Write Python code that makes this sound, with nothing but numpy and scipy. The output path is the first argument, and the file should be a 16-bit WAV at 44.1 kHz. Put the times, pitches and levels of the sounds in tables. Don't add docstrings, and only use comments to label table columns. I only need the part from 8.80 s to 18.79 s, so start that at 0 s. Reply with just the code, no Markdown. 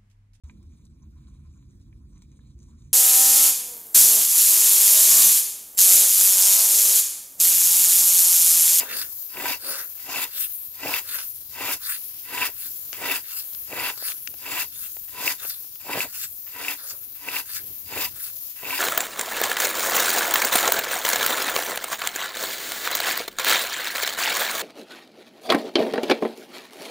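import sys
import numpy as np
from scipy import signal
from scipy.fft import rfft, irfft
from scipy.io import wavfile
from scipy.ndimage import map_coordinates

SR = 44100
rng = np.random.default_rng(int(sys.argv[2]) if len(sys.argv) > 2 else 0)


def field_ratio(decibels):
    return 10 ** (np.asarray(decibels, dtype=float) / 20)


def transcribe(u):
    v = np.clip(np.atleast_2d(u).T, -1, 1)
    q = np.round(v * 32767).astype(np.int16)
    wavfile.write(sys.argv[1], SR, q)


N = 440559
TIME = np.arange(N) / SR
HZ = np.fft.rfftfreq(N, 1 / SR) + 1e-3

STROKE_LAG, YARD_LAG = 6.5e-5, 0.000169

# lift-off [t/s], push length [t/s], tine scrape [level/dB],
# heap rumble and grain hiss [level/dB over scrape]
STROKES = [(0.035, 0.29, -27.5, -6.5, -1.5), (0.756, 0.2, -30.5, -8.5, 0), (1.467, 0.2, -31.5, -9.5, 2.6),
           (2.207, 0.2, -29.5, -8, -0.5), (2.957, 0.19, -29, -10, -0.5), (3.691, 0.19, -28, -12, -2),
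           (4.389, 0.2, -28.9, -10.5, -0.2), (5.122, 0.2, -29, -9.5, -3), (5.846, 0.2, -29.5, -13.5, -0.2),
           (6.541, 0.18, -30.5, -9, 1), (7.254, 0.19, -30, -8.5, -0.6), (7.952, 0.2, -32.5, -13, 0),
           (8.619, 0.18, -32, -10.5, -0.7), (9.276, 0.17, -30, -10.5, -0.2), (10.0, 0.17, -31, -8.5, -1)]
# share of its length from bite to lift-off [0-1], scrape, heap, hiss [level/dB]
PUSH = [
    (-.3, -30, -43, -17),
    (0, -14.5, -10, -13.5),
    (.25, -6.5, -2, -8),
    (.65, 0.5, -2.5, -1.5),
    (.88, -1, -17, 1),
    (1.0, -14, -13.5, -8),
    (1.1, -25.5, -24, -13.5),
]
# first kernels [t/s], length [t/s], patter [level/dB], thud [level/dB over patter]
LANDINGS = [(0.049, 0.2, -37.5, -9.5), (0.806, 0.22, -37.5, -17.5), (1.497, 0.17, -40.5, -19),
            (2.252, 0.19, -40, -20), (3.011, 0.16, -37.5, -36), (3.73, .17, -46, -27),
            (4.445, 0.19, -41.5, -37), (5.159, 0.18, -40.5, -18.5), (5.902, 0.19, -45.5, -38),
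            (6.582, 0.18, -41.5, -21), (7.29, 0.18, -39.5, -43), (7.977, 0.16, -43, -23),
            (8.662, 0.15, -39.5, -42), (9.313, 0.2, -46, -20)]
# thickest moment [t/s], shower [level/dB], trickle left in the air [level/dB over it]
CHAFF = [(.198, -30.5, -4.5), (.906, -31.5, -3.5), (1.625, -27, -8.5), (2.358, -29, -7.5),
         (3.11, -32.5, -3), (3.855, -34.5, -0.5), (4.586, -32, -2), (5.285, -31, -5.5), (6.042, -32.5, -4),
         (6.69, -31.5, -6), (7.41, -34.5, -3), (8.09, -41.5, 5), (8.75, -38, 2.5), (9.44, -36.5, 1.5)]
# pitch [f/Hz], width [f/Hz], strength [level/dB]
RAKE = [(287.5, 10, -10.5), (465, 55, -16), (992, 38, -4), (1560, 41, -5.5), (1990, 43, -0.5),
        (2353, 190, -9), (2665, 64, 3.5), (2400, 480, -21.5), (3613, 23, -1.5), (4877, 105, -1.5),
        (7290, 670, -5)]
# pitch [f/Hz], likeness [-1 to 1]
YARD_ALIKE = [(60, 0.58), (500, 0.29), (1600, 0.3), (2400, 0.2), (3300, 0.14), (15000, 0)]
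# pitch [f/Hz], balance [level/dB]
YARD_PAN = [(60, 1), (400, -1), (1000, 2), (2400, -2), (6000, -2), (9500, 10), (11500, 5), (14000, 8.5),
            (15600, 8.5)]


def rms_one(x):
    return x / np.sqrt(np.mean(x ** 2) + 1e-20)


def at_hz(points):
    hz, value = np.transpose(points)
    return np.interp(np.log(HZ), np.log(hz + 1), value)


def bursts(events, shape, ends_at_time=False, fade_s=.045, fall_db=32):
    rows, shape = [], np.array(shape)
    for start_s, length_s, level_db, *over_db in events:
        times = start_s + length_s * (shape[:, :1] - ends_at_time)
        levels = shape[:, 1:] + level_db + np.r_[0, over_db]
        table = np.hstack([times, levels])
        before = np.r_[-fade_s, np.full(len(over_db) + 1, -fall_db)]
        after = np.r_[fade_s, np.full(len(over_db) + 1, -fall_db)]
        rows += [table[0] + before, *table, table[-1] + after]
    s, *levels_db = np.transpose(rows)
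    return [field_ratio(np.interp(TIME, s, db)) for db in levels_db]


def drift(rate):
    step = 20
    r = np.exp(-2 * np.pi * rate * step / SR)
    slow = signal.lfilter([1], [1, -2 * r, r * r], rng.standard_normal(N // step + 2002))
    slow = np.clip(rms_one(slow[2000:]), -2, 2)
    return np.interp(np.arange(N) / step, np.arange(len(slow)), slow)


def kernels(per_s, spread_db):
    sizes = field_ratio(spread_db * np.minimum(rng.exponential(1, N), 3.1))
    hits = rng.random(N) < per_s / SR
    return sizes * hits * rng.standard_normal((2, N))


def resonate(x, modes):
    out = 0
    for hz, width_hz, level_db in modes:
        r = np.exp(-np.pi * width_hz / SR)
        poles = [1, -2 * r * np.cos(2 * np.pi * hz / SR), r * r]
        out = out + field_ratio(level_db) * signal.lfilter([1 - r, 0, r - 1], poles, x + 1e-18)
    return out


def at_the_ports(streams, colour, alike, pan, lag_s, low_hz=1, high_hz=1e5):
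    mid, side = rfft(streams)
    zone = 1 / np.sqrt((1 + (low_hz / HZ) ** 6) * (1 + (HZ / high_hz) ** 6))
    c = np.clip(at_hz(alike), -1, 1)
    ports = np.sqrt(1 + c) * mid + np.sqrt(1 - c) * side * [[1], [-1]]
    ports[1] *= np.exp(-2j * np.pi * HZ * lag_s)
    level_db = at_hz(colour) + at_hz(pan) * [[.5], [-.5]]
    out = irfft(ports * zone * field_ratio(level_db), N)
    return out / np.sqrt(np.mean(out.mean(axis=0) ** 2))


def patchy(x, spread_db, span_s, span_hz):
    hz, s, cells = signal.stft(x, SR, nperseg=512)
    where = np.meshgrid(hz / span_hz, s / span_s, indexing="ij")
    patches = map_coordinates(rng.standard_normal((80, 500)), where, order=1, mode="wrap")
    return signal.istft(cells * field_ratio(spread_db * patches), SR, nperseg=512)[1][:, :N]


def rumble():
    # time [t/s], loudness [level/dB]
    far = [(0, -63), (.5, -67.5), (1.0, -68), (2.0, -66), (3.0, -64), (4.1, -62.5), (4.55, -66), (5.4, -64),
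           (5.82, -60), (6.23, -62), (6.8, -63.5), (7.7, -64), (8.1, -66), (8.7, -60.5), (8.9, -61),
           (9.3, -54.5), (9.7, -66), (9.99, -65)]
    # pitch [f/Hz], density [level/dB per Hz]
    colour = [(15, -50), (28, -18), (55, -7), (94, -3.5), (130, -8), (170, -16), (300, -15), (600, -24.5),
              (1000, -35.5)]
    # start [t/s], length [t/s], loudness [level/dB]
    gusts = [(3.8, .25, -61), (5.45, 0.16, -59), (8.0, 0.22, -75), (8.72, 0.4, -57.5)]
    # share of its length [0-1], loudness [level/dB]
    swell_shape = [
        (0, -33),
        (.2, 2.5),
        (1.0, -12),
    ]
    place = colour, YARD_ALIKE, YARD_PAN, YARD_LAG
    low = at_the_ports(rng.standard_normal((2, N)), *place)
    wind = at_the_ports(rng.standard_normal((2, N)), *place, low_hz=152)
    swell = bursts(gusts, swell_shape)[0] * field_ratio(1.0 + 1.7 * drift(17))
    lumps = field_ratio(2.2 * drift(10))
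    scrape = bursts(STROKES, PUSH, True)[0]
    thump = field_ratio(-52) * scrape ** 0.77
    s, level_db = np.transpose(far)
    return (field_ratio(np.interp(TIME, s, level_db)) + thump) * lumps * low + swell * wind


def trickle():
    # pitch [f/Hz], density [level/dB per Hz]
    colour = [(150, -46), (300, -22), (1200, -25.5), (2000, -24.5), (2500, -21), (3100, -20), (5500, -16),
              (7400, -15.5), (8200, -25), (10000, -14), (11500, -4.5), (13200, -1.5), (15600, -4)]
    hang_s = 0.2
    hang_loss_db, bite_loss_db, lift_loss_db = 0.4, 5, 3.5
    start, length_s, *_ = np.transpose(LANDINGS)
    lift, push_s = np.transpose(STROKES[1:])[:2]
    full_db = np.array([db + over_db for _, db, over_db in CHAFF])
    landed = start + length_s
    s = np.ravel([landed, landed + hang_s, lift - push_s, lift], "F")
    level_db = np.ravel([full_db, full_db - hang_loss_db, full_db - bite_loss_db, full_db - lift_loss_db], "F")
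    s, level_db = np.r_[0, s], np.r_[full_db[0] - lift_loss_db, level_db]
    sifting = at_the_ports(kernels(20000, 0.46), colour, YARD_ALIKE, YARD_PAN, YARD_LAG)
    return field_ratio(np.interp(TIME, s, level_db) + 1.3 * drift(27)) * sifting


def snaps():
    # time [t/s], peak [level/dB], body and edge [level/dB over peak], left over right [level/dB]
    stray = [(3.8417, -41, -24, -4, 16), (4.13, -33, -17, 2, 22.5), (4.7332, -47, -15, 8, 13),
             (4.749, -41.5, -21, 5, 18), (5.1767, -42.5, -12, 4.5, 21), (5.225, -41, -5, -12, 19),
             (5.284, -30.5, -24, -7, 21), (5.3196, -30, -27, -3, 17), (5.4743, -27.5, -34, -1.5, 25),
             (5.5408, -38, -12.5, -4, 17.5), (6.1684, -41, -7, -7, 15), (6.65, -33, -14.5, -22, 21),
             (6.8456, -48, -11, 2, 9), (6.958, -44, -15, -9, 13), (9.4774, -40, -32, 9, 5)]
    out, t = np.zeros((2, N)), TIME[:900]
    rattles = rng.standard_normal((len(stray), len(t)))
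    zones_hz = [1290, 3600], [283, 860], [4200, 6900]
    bands = [signal.butter(3, zone, "band", fs=SR, output="sos") for zone in zones_hz]
    for (s, peak_db, body_db, edge_db, pan_db), rattle in zip(stray, rattles):
        burst = rattle * (0.24 * np.exp(-t / 0.0013) + 0.33 * np.exp(-t / 0.0016))
        burst = burst + 3.0 * (t == 0)
        levels_db = [0, body_db + 15.5, edge_db]
        snap = sum(field_ratio(db) * signal.sosfilt(band, burst) for db, band in zip(levels_db, bands))
        at = round(s * SR)
        out[:, at:at + len(t)] += field_ratio(peak_db + 8 + pan_db * np.array([[.5], [-.5]])) * snap
    return out


def landings():
    # share of its length [0-1], patter and thud [level/dB]
    fall = [
        (0, -12, -4.5),
        (.3, -5, 3),
        (.6, -2.5, -1),
        (.85, 0, -6),
        (1.0, -12, -13),
        (1.25, -32, -15.5),
    ]
    # share of its rise time [0-1 and on], loudness [level/dB]
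    shower = [
        (0, -14.5),
        (.5, -3),
        (1.0, 3),
        (1.5, -9.5),
        (2.4, -6.5),
        (3.6, -17),
    ]
    # start [t/s], length [t/s], loudness [level/dB]
    brushes = [(.11, 0.066, -42.5), (.84, 0.22, -45.5), (2.25, 0.085, -62), (3.84, 0.09, -66),
               (8.05, .2, -63)]
    # share of its length [0-1], loudness [level/dB]
    brush = [
        (0, -4),
        (.2, 1.5),
        (.9, -1.5),
        (1.1, -13),
    ]
    # pitch [f/Hz], density [level/dB per Hz]
    colour = [(120, -57), (200, -31.5), (415, -26.5), (771, -30), (1360, -13.5), (2390, -15), (2660, -12.5),
              (2970, -16), (4350, -13.5), (8550, -13.5), (13700, -3), (15600, -2)]
    # pitch [f/Hz], likeness [-1 to 1]
    alike = [(60, .5), (600, 1), (1500, 0.59), (4000, 0.68), (10000, 0.19), (15000, 0.12)]
    # pitch [f/Hz], balance [level/dB]
    pan = [(60, -2), (400, 0.5), (1000, 1.5), (2400, -0.5), (6000, 1), (9500, -1.5), (11500, 1.5),
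           (14000, 16), (15600, 8)]
    # pitch [f/Hz], width [f/Hz], strength [level/dB]
    ground = [(550, 67, 8.5), (1560, 330, 0.5), (2724, 49, 5), (3604, 140, 7), (4380, 390, 3.5),
              (5000, 410, -2), (6800, 230, 2), (7800, 220, 2.5), (9370, 190, 9.5), (10510, 250, 11),
              (12200, 260, -6)]
    patter, thud = bursts(LANDINGS, fall)
    chaff, = bursts([(s, 0.1, db) for s, db, _ in CHAFF], shower, True)
    thud = thud + bursts(brushes, brush)[0]
    place = colour, alike, pan, -0.000086
    rain = kernels(22000, 1.6)
    rain = rain + field_ratio(-3.5) * resonate(rain, ground)
    out = patter * field_ratio(0.43 + 2.5 * drift(49)) * at_the_ports(rain, *place, 870, 7830)
    out += thud * field_ratio(-3.5 + 2.0 * drift(25)) * at_the_ports(rain, *place, high_hz=810)
    flurry = field_ratio(1.4 * drift(35))
    return out + chaff * flurry * field_ratio(-1.0) * at_the_ports(rain, *place, low_hz=8450)


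def knocks():
    # time [t/s], peak [level/dB]
    catches = [(0.1273, -24), (0.5704, -22.5), (0.605, -31), (1.3592, -15), (2.0695, -20), (2.139, -9.5),
               (2.803, -31), (3.5426, -30), (3.579, -16), (3.6145, -18), (3.63, -11), (4.298, -14.5),
               (4.926, -23), (4.997, -17), (5.062, -14), (5.663, -27), (6.4667, -17), (6.477, -6),
               (7.1317, -15), (7.2049, -9.5), (7.848, -18), (7.8825, -10), (8.486, -14.5), (8.5652, -12),
               (9.1758, -22), (9.8523, -23), (9.906, -15)]
    clicks = np.zeros(N)
    for s, peak_db in catches:
        clicks[round(s * SR)] = field_ratio(peak_db)
    t = TIME[:100]
    tine = np.sin(np.pi * t / t[-1]) ** 2 * np.sin(2 * np.pi * 2480 * t)
    catch = np.convolve(clicks, tine)[:N]
    rung = catch + field_ratio(8.5) * resonate(catch, RAKE) + field_ratio(24) * resonate(clicks, RAKE[8:])
    return np.array([field_ratio(-6.0) * rung, field_ratio(-8.5) * np.roll(rung, round(STROKE_LAG * SR))])


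def strokes():
    # start [t/s], length [t/s], loudness [level/dB]
    touches = [(1.18, 0.043, -50), (2.725, 0.021, -64), (4.135, .05, -41), (5.61, 0.013, -70),
               (6.282, 0.021, -48), (7.0, 0.022, -51), (7.667, .035, -46.5), (8.35, 0.05, -52),
               (9.76, 0.043, -47)]
    # share of its length [0-1], loudness [level/dB]
    scuff = [
        (0, -3.5),
        (.8, -8),
        (1.2, -26),
    ]
    # pitch [f/Hz], density [level/dB per Hz]
    colour = [(53, -62), (90, -16.5), (209, -19.5), (288, -9.5), (350, -11.5), (830, -8), (1200, -8.5),
              (2600, -5), (3030, -9.5), (5200, -15), (8300, -21.5), (10500, -11.5), (14000, -6),
              (15600, -11)]
    # pitch [f/Hz], likeness [-1 to 1]
    alike = [(60, 0.94), (250, 0.94), (1200, 0.88), (2600, 0.74), (4000, 0.66), (6500, 0), (15000, 0.22)]
    # pitch [f/Hz], balance [level/dB]
    pan = [(60, -5), (400, 0.5), (1000, .5), (2400, 0.5), (6000, 2.5), (9500, -0.5), (11500, 2.5),
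           (14000, 6), (15600, 12.5)]
    scrape, heap, hiss = bursts(STROKES, PUSH, True)
    scrape = scrape + bursts(touches, scuff, fade_s=0.003)[0]
    place = colour, alike, pan, STROKE_LAG
    judder = kernels(8000, 4.2) * field_ratio(2.67 * drift(28))
    rung = resonate(judder, RAKE)
    flat = [(1, 0), (2, 0)]
    humming = at_the_ports(rung, flat, *place[1:], high_hz=1190)
    humming = scrape ** 0.46 * heap ** 0.51 * field_ratio(-2) * humming
    singing = scrape * field_ratio(-6.5) * at_the_ports(rung, flat, *place[1:], 2160, 3000)
    rubbing = scrape * field_ratio(-4.5) * at_the_ports(kernels(12000, 1.7), *place, 840, 5000)
    tines = field_ratio(1.16 * drift(57)) * (humming + singing + rubbing)
    bulk = heap * field_ratio(-0.5 + 4.8 * drift(21)) * at_the_ports(kernels(3000, 2.6), *place, high_hz=806)
    spray = kernels(25000, 0.99)
    spray = spray + field_ratio(7.0) * resonate(spray, RAKE[8:])
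    coarse_level = hiss ** 0.69 * scrape ** 0.28 * field_ratio(-5.5 + 2.2 * drift(54))
    coarse = coarse_level * at_the_ports(spray, *place, 4600, 9200)
    fine = hiss * field_ratio(-3.0 + 2.0 * drift(24)) * at_the_ports(spray, *place, low_hz=8100)
    return patchy(tines + bulk, 1.6, .05, 415) + patchy(coarse + fine, 2.6, 0.055, 1092)


def scene():
    background = rumble() + patchy(trickle(), 2.05, 0.13, 1350)
    grain = snaps() + patchy(landings(), 4.7, .05, 926)
    return background + grain + knocks() + strokes()


def roll_off(x):
    return signal.sosfilt(signal.butter(12, 17080, fs=SR, output="sos"), x)


def record(dry):
    mix = irfft(rfft(dry) * (HZ < 15760), N)
    return roll_off(mix)


dry = scene()
out = record(dry)
transcribe(out)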